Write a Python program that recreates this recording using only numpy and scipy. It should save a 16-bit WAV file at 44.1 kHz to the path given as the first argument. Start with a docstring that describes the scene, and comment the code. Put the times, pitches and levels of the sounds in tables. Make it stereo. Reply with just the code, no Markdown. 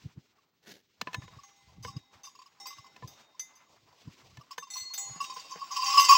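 """Three open neck bells ring as their clappers land, each a sum of decaying modes excited by impulses.
Two round pellet bells clink and at last jangle: a slit's air note, shell modes and a short noise clash.
Two yoked cattle stand in a field while the yoke is worked loose close to the microphone: a peg knocks in
the beam (short wooden modes and a crack), and rope and straw rustle (grainy filtered noise).
Small gusts puff on the microphone as brief low cycles with eddies, over a faint open-air hush."""
import sys
import numpy as np
from scipy import signal
from scipy.fft import rfft, irfft, next_fast_len
from scipy.io import wavfile
from scipy.ndimage import uniform_filter1d

SR = 44100
rng = np.random.default_rng(int(sys.argv[2]) if len(sys.argv) > 2 else 0)


def pcm_store(signal):
    """Save signal as 16-bit PCM."""
    levels = np.round(np.clip(np.atleast_2d(signal), -1, 1) * 32767)
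    wavfile.write(sys.argv[1], SR, levels.astype(np.int16).T)


N = 272405

# Levels in the tables are relative, before the gains and random spreads of their sources.
# open-air hush: (frequency [Hz], spectrum [dB per Hz])
FIELD_COLOUR = [(30, -5), (120, 7), (400, 4.5), (1130, -32), (4080, -7), (8080, -74), (12000, -30),
                (16000, -6)]
FIELD_DB = -80.5
# gusts on the microphone: (time [s], level [dB], pitch [Hz])
PUFFS = [(0.06, -31.5, 129), (0.18, -37, 145), (1.025, -37.5, 184), (1.186, -32, 110), (1.24, -42, 160),
         (1.373, -43, 121), (1.785, -41.5, 150), (1.859, -39.5, 103), (1.899, -43, 125.3),
         (1.969, -30.5, 132), (2.16, -57, 90), (2.798, -53, 112), (3.048, -36, 120), (4.081, -32.5, 140),
         (4.386, -42.5, 127), (4.821, -56.5, 85), (6.15, -46, 140)]
# spells of fluttering air around the puffs: (start [s], end [s], level [dB])
FLUTTER = [(1.0, 1.46, -61.5), (1.616, 1.95, -57.5), (3.003, 3.175, -62.5), (3.646, 3.95, -72.5),
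           (4.146, 4.454, -61.5), (5.05, 5.15, -60.5)]
# straw, hide and cloth: (time [s], level [dB])
RUSTLE = [(0, -69), (.25, -80.5), (.47, -80), (.5, -85.5), (.98, -82.5), (1.05, -69.5), (1.6, -75.5),
          (2.0, -77), (2.5, -79), (2.9, -68.5), (3.22, -68), (3.3, -76), (3.6, -74.5), (4.1, -70.5),
          (4.38, -70.5), (4.56, -79.5), (5.1, -67.5), (6.18, -64)]
# spectrum of the rustle and of the contact noises: (frequency [Hz], spectrum [dB per Hz])
RUSTLE_COLOUR = [(60, -29.5), (250, -20), (550, -20.5), (990, -17), (1680, -23), (2130, -21), (4950, -23),
                 (6050, -24.5), (8000, -33.5), (9580, -47), (13100, -45), (15100, -37), (16000, -36)]
# a hand or strap brushes past: (time [s], level [dB])
SCUFFS = [(2.14, -67)]
# the rope drags round the peg: (time [s], level [dB])
ROPE = [(.6, -100), (.635, -65.5), (.66, -69), (.675, -53.5), (0.716, -48.5), (.75, -59.5), (.8, -66.5),
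        (.86, -112)]
# spectrum of the rope: (frequency [Hz], spectrum [dB per Hz])
ROPE_COLOUR = [(40, -40), (130, -5.5), (410, -2), (700, -9.5), (1200, -11.5), (1670, -2), (2300, -10.5),
               (4100, -9), (6300, -12.5), (9000, -27), (15500, -22)]
# modes of the wooden beam: (frequency [Hz], level [dB], t60 [s])
WOOD_MODES = [(168, -30, 0.11), (478, -18, 0.072), (617, -11.5, 0.008), (804, -17.5, 0.066),
              (1008, -6.5, 0.086), (1517, -1, 0.018), (1754, -4, 0.055), (2163, -2.5, 0.029),
              (2584, 0.5, 0.018), (2970, -2.5, 0.038), (4170, -2, 0.017)]
# peg and beam knocks: (time [s], level [dB], place on the beam [0-1], hardness [dB per octave])
KNOCKS = [(1.0124, -37.5, 0.26, 3.5), (1.072, -29.5, 0.08, -9), (1.082, -40.5, 0.3, -9),
          (1.131, -39.5, 0.46, -2.5), (1.1437, -30.5, 0.39, -1.5), (1.221, -45.5, 0, -5.5),
          (1.279, -47, 0.55, -5.5), (1.848, -35, 0.52, -5), (2.962, -48, 0.26, -2),
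          (3.024, -42.5, 0.35, -9.5), (4.371, -49, 0.34, -0.5), (4.581, -30, 0.58, -3),
          (5.160, -47, 0.34, -11.5), (5.368, -45.5, 0.76, -10), (5.558, -42, 0.82, -12.5)]
# air notes of the two slits: (frequency [Hz], t60 [s])
SLIT_NOTES = [(1040, 0.18), (1105, 0.17)]
# mode frequencies of the two round shells: (frequency [Hz])
SHELL_A_HZ = [2511, 3110, 4648, 4832, 5399, 5566, 6940, 7485, 10500, 15715, 2638]
SHELL_B_HZ = [2738, 2955, 4938, 5050, 5680, 6374, 7970, 11220, 14760, 15320, 5313]
# shells of the two round bells, three parallel lists: (frequency [Hz], level [dB], t60 [s])
SHELL_A = (SHELL_A_HZ, [-15.5, -11.5, -4, -7.5, -7.5, -11, -16, -17, -25.5, -19, -12.5], [0.22, 0.12, 0.17,
           0.15, 0.21, .15, 0.19, 0.2, 0.14, .2, 0.094])
SHELL_B = (SHELL_B_HZ, [-8, -13.5, -11, -4, -15.5, -12.5, -18, -27.5, -24, -24, -11], [.15, 0.12, 0.12,
           0.14, 0.17, 0.13, 0.12, 0.14, 0.15, .15, .15])
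# pellet blows; low pitch = first bell, high = second:
# (time [s], level [dB], pitch [Hz], shell against air note [dB])
CLINKS = [(0.383, -50.5, 1124, -12), (1.2394, -41, 1112, -20), (1.335, -41, 1106, -9),
          (1.3869, -34.5, 1122, -18), (1.434, -39.5, 1117, -12), (1.88, -30.5, 1112, -6.5),
          (1.9634, -42, 1110, 3), (2.239, -40, 1110, -4.5), (2.2702, -33.5, 1085, -11),
          (2.35, -39, 1084, -6), (2.389, -34.5, 1060, -10), (2.416, -37, 1075, -8), (2.458, -41, 1096, -6),
          (2.605, -42, 1086, -6), (2.656, -31, 1054, -3.5), (2.7047, -33, 1120, -6.5),
          (2.727, -35, 1110, -9), (2.7824, -34, 1114, -8), (2.843, -37, 1090, -13),
          (2.862, -40.5, 1053, -7), (3.0299, -32, 1022, -23), (3.345, -44.5, 1020, -16),
          (4.4085, -37.5, 1170, -8), (4.5077, -29.5, 1084, -3), (4.6239, -29.5, 1103, -11.5),
          (4.669, -37.5, 1030, -15), (4.7565, -29.5, 1061, -8), (4.9033, -35, 1035, -21),
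          (5.072, -37, 1027, -20), (5.1464, -40, 1100, -17), (5.2024, -20.5, 1112, -9),
          (5.24, -34, 1150, 5), (5.297, -27.5, 1042, -8.5), (5.322, -32.5, 1050, -12),
          (5.3607, -27.5, 1035, -12.5), (5.392, -33.5, 1030, -3.5), (5.5148, -27.5, 1055, -10),
          (5.6154, -23.5, 1107, -29.5), (5.706, -28, 1128, -23), (5.72, -25.5, 1036, -24),
          (5.7617, -21.5, 1076, -2.5), (5.7872, -19, 1045, -20), (5.8192, -19.5, 1037, -20),
          (5.865, -30, 1035, 2), (5.9, -20.5, 1095, -15), (5.936, -12.5, 1118, -13.5),
          (5.9715, -6.5, 1120, -6), (5.985, -9.5, 1100, -8.5), (6.041, -16.5, 1104, 0.5),
          (6.085, -14, 1037, 2), (6.092, -3.5, 1107, -18), (6.104, -9, 1110, -8.5), (6.122, -7, 1133, -10),
          (6.147, -11.5, 1033, -5)]
# pellets rolling and bouncing while the necks swing: (time [s], level [dB])
JANGLE = [(1.82, -90), (1.835, -62.5), (1.885, -62.5), (1.91, -93), (4.4, -92), (4.75, -76), (5.68, -60),
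          (5.8, -46), (6.03, -37), (6.18, -42)]
# mode frequencies of the three open bells: (frequency [Hz])
LOW_HZ = [802, 2048, 3771, 3701, 5420, 5845, 6733, 6453, 8435, 6650, 6519, 5380, 10780, 799, 15097, 15697]
THIN_HZ = [6737, 3630, 4660, 2057, 6062, 5595, 6277, 7960, 6358, 4885, 4770, 10120, 11070, 14340, 10720,
           5009]
CLEAR_HZ = [2044, 4322, 804, 5688, 6762, 6054, 7580, 5962, 10145, 4302, 7693, 14750, 15510, 3665]
# open bells, three parallel lists: (frequency [Hz], level [dB], t60 [s]);
# neighbouring modes swing along two different axes of the bell
LOW_BELL = (LOW_HZ, [-10, -9.5, -6.5, -12.5, -4.5, -6, -12.5, 0.5, -14, -9, -7, -11, -23, -12, -15, -20],
            [1.68, 1.23, 1.14, 1.6, 0.72, .45, 1.08, 0.25, 0.42, .5, 0.29, 0.54, 0.24, 1.66, 0.24, .2])
THIN_BELL = (THIN_HZ, [-21, -8.5, -11, -15, 2, -13, -5, -7.5, -5.5, -2.5, -14, -14.5, -18.5, -5, -23, -6],
             [0.9, 0.36, .1, 0.85, 0.12, 0.28, 0.31, 0.21, 0.14, 0.17, 0.1, 0.19, 0.11, 0.17, 0.12, 0.13])
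CLEAR_BELL = (CLEAR_HZ, [-15.5, -8, -18, -9, -10, -3, -14, -8, -13, -9, -5.5, -15, -13, -13], [.9, 1.24,
              1.27, 0.33, 0.81, 0.32, 0.29, 0.4, 0.23, 0.96, 0.29, .25, .2, 0.28])
# clapper blows: (bell [name], time [s], level [dB], place on the rim [0-1])
BLOWS = [("low", 1.1338, -45.5, 0.3), ("low", 1.4341, -46, 0.9), ("low", 1.562, -57, 0.6),
         ("low", 3.076, -51, 0.8), ("thin", 1.827, -42.5, 0.32), ("low", 1.8322, -48, 0.58),
         ("low", 1.8547, -49, 0.53), ("thin", 2.234, -41, 0.22), ("thin", 2.2503, -42, 0.48),
         ("low", 2.6, -41.5, 0.34), ("thin", 2.6684, -34.5, 0.67), ("thin", 3.0751, -42, 0.4),
         ("thin", 3.395, -31, 0.27), ("thin", 3.5538, -52, 0.3), ("thin", 4.579, -39.5, 0.36),
         ("clear", 4.702, -33.5, 0.47), ("clear", 4.7364, -31.5, 0.78), ("clear", 4.7671, -30.5, 0.53),
         ("clear", 4.7988, -35.5, 0.33), ("low", 4.9397, -41, 0.24), ("thin", 4.937, -29, 0.28),
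         ("clear", 4.9768, -27, 0.2), ("low", 5.228, -36.5, 0.31), ("low", 5.3393, -39, 0.54),
         ("thin", 5.5094, -41, 0.11), ("low", 5.7144, -34, 0.7), ("low", 5.8386, -30, 1),
         ("low", 5.8624, -28.5, 0.65), ("clear", 5.9723, -31.5, 0.17), ("thin", 5.9974, -18.5, 0.4),
         ("clear", 5.999, -22, 0.85)]

SCUFF_RISE_S, SCUFF_FADE_S = 0.0093, 0.049
SWING_S, SWING_DB = 0.06, 3.5  # a swinging bell turns its modes to and from the microphone
# faint stray clinks fall at random within these times and pitches
STRAY_S, STRAY_HZ = (1.0, 5.7), (992, 1170)
STRAY_DB, STRAY_SPREAD_DB, STRAY_SHELL_DB = -55, 3.5, -12
TOP_HZ = 15900
STIR = 1e-15 * np.cos(np.arange(N))  # keeps dying modes from reaching zero


def undb(db):
    """Logarithmic level: 20 dB is a factor of ten in amplitude."""
    return 10 ** (np.asarray(db) / 20)


def curve(rows):
    """Linear interpolation: a (time, value) table joined by straight lines."""
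    return np.interp(np.arange(N) / SR, *np.transpose(rows))


def walk(hold_s):
    """Smoothed random process: normal values held for hold_s and slewed."""
    hold = int(hold_s * SR)
    steps = np.repeat(rng.standard_normal(N // hold + 1), hold)
    return uniform_filter1d(steps, hold)[:N]


def butter(sound, hz, kind="low"):
    """Second-order Butterworth filtering: a maximally flat passband."""
    return signal.sosfilt(signal.butter(2, hz, kind, fs=SR, output="sos"), sound)


def coloured(points, lo_hz, hi_hz):
    """Spectral shaping: two unrelated noises of one spectrum, rms 1 between lo_hz and hi_hz."""
    size = next_fast_len(N, True)
    f = np.maximum(np.fft.rfftfreq(size, 1 / SR), 1)
    point_hz, point_db = np.transpose(points)
    gain = undb(np.interp(np.log(f), np.log(point_hz), point_db))
    band = (f > lo_hz) & (f < hi_hz)
    gain = gain / np.sqrt(np.sum(gain[band] ** 2) / len(f))
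    return irfft(rfft(rng.standard_normal((2, size))) * gain, size)[:, :N]


def ports(hz):
    """Directional level difference: low modes nearly alike in both ports, higher ones leaning right."""
    lean = np.clip(hz / 7000, .2, 1) * (1 - .6 * (hz > 10000))  # less above 10 kHz
    spread_db = (2.5 + 3 * (hz > 6500)) * rng.standard_normal() * (hz > 1500)
    pan_db = lean * (-1.5 + spread_db)
    return undb([[pan_db / 2], [-pan_db / 2]])


def ring(force, hz, t60, rise_s=0.00089):
    """Damped resonance: a unit tick swings up with time constant rise_s, then fades 60 dB in t60."""
    w = 2 * np.pi * hz / SR
    slow, quick = np.exp(-np.log(1000) / (t60 * SR)), np.exp(-1 / (rise_s * SR))
    fade = [.5, 0, -.5, 1, -2 * slow * np.cos(w), slow ** 2]
    rise = [1 - quick, 0, quick - 1, 1, -2 * quick * np.cos(w), quick ** 2]
    out, first = np.zeros(N), np.argmax(force != 0)
    out[first:] = signal.sosfilt([fade, rise], (force + STIR)[first:])
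    return out


def ticks(times, gains, bounce_s, count=3):
    """Repeated impact: each blow is a tick and a few weaker rebounds within bounce_s."""
    late = rng.random((len(times), count)) * bounce_s * SR
    late[:, 0] = 0
    at = (np.asarray(times)[:, None] * SR + late).astype(int).clip(0, N - 1)
    force = np.zeros(N)
    np.add.at(force, at, np.asarray(gains)[:, None] * 0.7 ** np.arange(count))
    return force


def burst(s, db, fade_s, bounce_s, low_hz=1620.0):
    """High modal density: modes too dense to tell apart become a bright noise that dies fast."""
    fade = signal.lfilter([1], [1, -np.exp(-1 / (fade_s * SR))], ticks(s, undb(db), bounce_s))
    return butter(fade * coloured(RUSTLE_COLOUR, 720, 12000)[0], low_hz, "high")


def struck(modes, blows, bounce_s, scatter_db, centre_hz, rise_s, swing_db=0):
    """Modal excitation: the place shares a blow between two axes, the hardness tilts the modes."""
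    s, db, place, *hard_db = np.transpose(blows)
    angle = np.pi / 2 * place.clip(0, 1)
    axes = np.cos(angle), np.sin(angle)
    out, swing = np.zeros((2, N)), undb(swing_db * walk(SWING_S))
    for k, (hz, mode_db, t60) in enumerate(modes):
        tilt_db = sum(hard_db) * np.log2(hz / centre_hz) + scatter_db * rng.standard_normal(len(s))
        heard = ports(hz) * np.roll(swing, rng.integers(N))
        force = ticks(s, axes[k % 2] * undb(db + mode_db + tilt_db), bounce_s)
        out += heard * ring(force, hz, t60, rise_s)
    return out


def field_hush():
    """Stationary noise: a steady open-air hush, alike in both ports."""
    return undb(FIELD_DB) * coloured(FIELD_COLOUR, 30, 12000)[0]


def gusts(turns=0.82, eddy_db=-13.0):
    """Pressure on a diaphragm: puffs drive a cycle or two with small eddies, alike in both ports."""
    out, t = np.zeros(N), np.arange(N) / SR
    eddy_colour = [(40, -4), (100, 13.0), (300, 3.5), (1100, -40), (4000, -80)]  # (Hz, dB per Hz)
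    eddies = undb(eddy_db) * coloured(eddy_colour, 40, 850)[0]
    for (s, db, hz), phase in zip(PUFFS, rng.random(len(PUFFS))):
        near = slice(max(int((s - .08) * SR), 0), int((s + .08) * SR))
        cycles = (t[near] - s) * hz
        wave = np.exp(-(cycles / turns) ** 2) * np.cos(2 * np.pi * (cycles + phase))
        out[near] += undb(db) * (wave + np.exp(-np.abs(cycles) / (2.36 * turns)) * eddies[near])
    rumble_colour = [(30, -17), (70, -3.5), (120, 1), (200, -13.0), (400, -41), (1500, -90)]
    rumble = coloured(rumble_colour, 30, 400)[0] * undb(4.9 * walk(.025))
    for start, end, db in FLUTTER:
        swell = np.sin(np.pi * ((t - start) / (end - start)).clip(0, 1))
        out += undb(db) * swell * rumble
    return out


def rustle(gain, colour, lo_hz, hi_hz, grain_db, grain_s, patchy_db=4.0, drift_db=2.5):
    """Stick-slip friction: fibres slip in uneven grains, nearly the same in both ports."""
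    mid, side = coloured(colour, lo_hz, hi_hz)
    patches = 0
    for edge_hz in (300, 600, 1200, 2500):  # each band from the bass up swells in its own patches
        dull = butter(mid, edge_hz)
        patches = patches + undb(patchy_db * walk(.04)) * dull
        mid = mid - dull
    mid = undb(drift_db * walk(.11)) * mid + patches
    side = undb(-20) * butter(side, 2500, "high")
    return gain * undb(grain_db * walk(grain_s)) * (mid + side * np.array([[1], [-1]]))


def scuffs():
    """Exponential envelope: each brush swells quickly and fades slowly."""
    t = np.arange(N) / SR
    return sum(undb(db) * np.exp(np.minimum((t - s) / SCUFF_RISE_S, (s - t) / SCUFF_FADE_S))
               for s, db in SCUFFS)


def straw():
    """Dry friction: straw, hide and cloth rustle, louder where a hand or strap brushes past."""
    return rustle(undb(curve(RUSTLE)) + scuffs(), RUSTLE_COLOUR, 1004, 2490, 2.5, 0.018)


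def rope():
    """Sliding friction: the rope drags round the peg in short, fine grains."""
    return rustle(undb(curve(ROPE)), ROPE_COLOUR, 100, 16000, 3.2, 0.004, 2.0, 0)


def wood(crack_db=-3.5):
    """Impact on a beam: short modes, and a broad crack of the contact itself."""
    s, db, _, hard_db = np.transpose(KNOCKS)

    def crack(on):
        """Contact noise: a harder blow cracks louder."""
        return burst(s[on], (db + 2.1 * hard_db + crack_db)[on], 0.0037, 0.0027, 360.0)

    soft = hard_db < -5
    dull = 2 * butter(crack(soft), 3800)  # a soft contact cracks with little treble
    return struck(WOOD_MODES, KNOCKS, 0.003955, 1.0, 1230.0, 0.00037) + crack(~soft) + dull


def clinks(count=95):
    """Random arrivals: the listed pellet blows joined by faint stray ones, as columns."""
    when, pitch, size, tone = rng.random((count, 4)).T
    stray_db = STRAY_DB + STRAY_SPREAD_DB * np.log(size / (1 - size)) / 2
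    stray = [np.interp(when, (0, 1), STRAY_S), stray_db,
             np.interp(pitch, (0, 1), STRAY_HZ), STRAY_SHELL_DB + 12 * (tone - .5)]
    return np.hstack([np.transpose(CLINKS), stray])


def spots(force, spread_db):
    """Modal participation: every bounce lands on another spot and wakes a mode more or less."""
    out, at = np.zeros(N), np.flatnonzero(force)
    out[at] = force[at] * undb(spread_db * rng.standard_normal(len(at)))
    return out


def loose_pellets(slit, shell, sides, rise_s, bounce_rate=260, size_db=5.5, spot_db=5.0,
                  clatter_db=-18.0, shell_db=-2.0):
    """Random impacts: about bounce_rate bounces per second drive the air, shell and clatter."""
    loose = (rng.random(N) < bounce_rate / SR) * undb(curve(JANGLE) + size_db * rng.standard_normal(N))
    loose[:int(JANGLE[0][0] * SR)] = 0
    hits = np.flatnonzero(loose)
    clatter = burst(hits / SR, 20 * np.log10(loose[hits]) + clatter_db, 0.0073, 0, 2200.0)
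    air = ports(slit[0]) * ring(loose, *slit, rise_s)
    modes = [undb(db + shell_db) * ring(spots(loose, spot_db), hz, t60) for hz, db, t60 in zip(*shell)]
    return clatter + air + sides @ modes


def round_bells(clash_db=-19.5, rise_s=0.0032, glide=0.116, free_db=-5.0, muted=0.26):
    """Cavity and shell resonance: pellets wake a short air note at the slit and a brighter shell."""
    s, db, hz, rel_db = clinks()
    second = ((hz - 1045) / 60).clip(.05, .95)  # the second bell's share of the blow
    # a slit that turns against the hide bends its note away from the other bell's
    notes = np.minimum(hz, SLIT_NOTES[0][0]), np.maximum(hz, SLIT_NOTES[1][0])
    # soft blows come from a bell that rests on the hide and dies early; hard ones swing it free
    lasts = np.clip(1 + (1 - muted) * (db - free_db) / 30, muted, 1)
    out = burst(s, db + rel_db + clash_db, 0.012, 0.027) * np.ones((2, 1))
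    longest = np.arange(SR // 4) / SR
    spans = [longest[:int(len(longest) * last)] for last in lasts]
    starts = (s * SR).astype(int)
    bells = zip((1 - second, second), notes, SLIT_NOTES, (SHELL_A, SHELL_B))
    for share, note, slit, shell in bells:
        air_hz, air_t60 = slit
        mode_hz, mode_db, t60 = np.array(shell)[:, :, None]
        sides = np.hstack([ports(f) for f in shell[0]])
        out += loose_pellets(slit, shell, sides, rise_s)
        chance = rng.standard_normal((len(s), 3, len(mode_hz), 1))
        turn = undb(rng.standard_normal((len(s), 1, 1)) * [[.8], [-.8]])  # the slit faces either port
        bends = glide * rng.standard_normal(len(s))  # the turning slit slides its note by 2 * bend per s
        for k, (at, t) in enumerate(zip(starts, spans)):
            air = (1 - np.exp(-t / rise_s)) ** 2 * undb(db[k] - 60 * t / air_t60 / lasts[k])
            air = air * np.sin(2 * np.pi * note[k] * t * (1 + bends[k] * t))
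            size, detune, late = chance[k]
            age = np.maximum(t - .004 * np.abs(late), 0)  # the pellet skids, waking modes one by one
            level_db = db[k] + rel_db[k] + mode_db + 5.06 * size.clip(-1, 1)
            modes = undb(level_db - 60 * age / t60 / lasts[k]) * (1 - np.exp(-age / 0.002))
            modes = modes * np.sin(2 * np.pi * mode_hz * (1 + 0.0025 * detune) * age)
            clink = ports(air_hz) * turn[k] * np.sqrt(share[k]) * air + share[k] * sides @ modes
            out[:, at:at + len(t)] += clink[:, :N - at]
    return out


def open_bells(gain_db=-8.0, clash_db=-18.0, low_hard_db=1.18):
    """Modal vibration of shells: clappers land on three thin cast bells that swing as they ring."""
    def on(bell, *hard_db):
        """Selection of excitation: the blows on one bell, with any hardness in dB per octave."""
        return [blow[1:] + hard_db for blow in BLOWS if blow[0] == bell]

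    low = struck(zip(*LOW_BELL), on("low", low_hard_db), 0.0065, 1.64, 8800.0, 0.00033, SWING_DB)
    thin = struck(zip(*THIN_BELL), on("thin"), .008, 1.0, 6000., 0.00039, SWING_DB)
    clear = struck(zip(*CLEAR_BELL), on("clear"), .008, 1.5, 5500., .0006, SWING_DB)
    s, db = np.transpose([blow[1:3] for blow in BLOWS])
    clash = burst(s, db + clash_db, 0.0067, .02)
    return undb(gain_db) * (low + thin + clear) + clash


def scene():
    """Superposition in a free field: everything is close and in the open, with no echo."""
    background = field_hush() + gusts()
    handling = straw() + rope() + wood()
    return background + handling + round_bells() + open_bells()


def record(dry, bass_cut_hz=56.0):
    """Band limiting: the microphone's chain thins the deepest bass and cuts the top."""
    thin = butter(dry, bass_cut_hz, "high")
    return signal.sosfilt(signal.ellip(10, .2, 80, TOP_HZ, fs=SR, output="sos"), thin)


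dry = scene()
out = record(dry)
pcm_store(out)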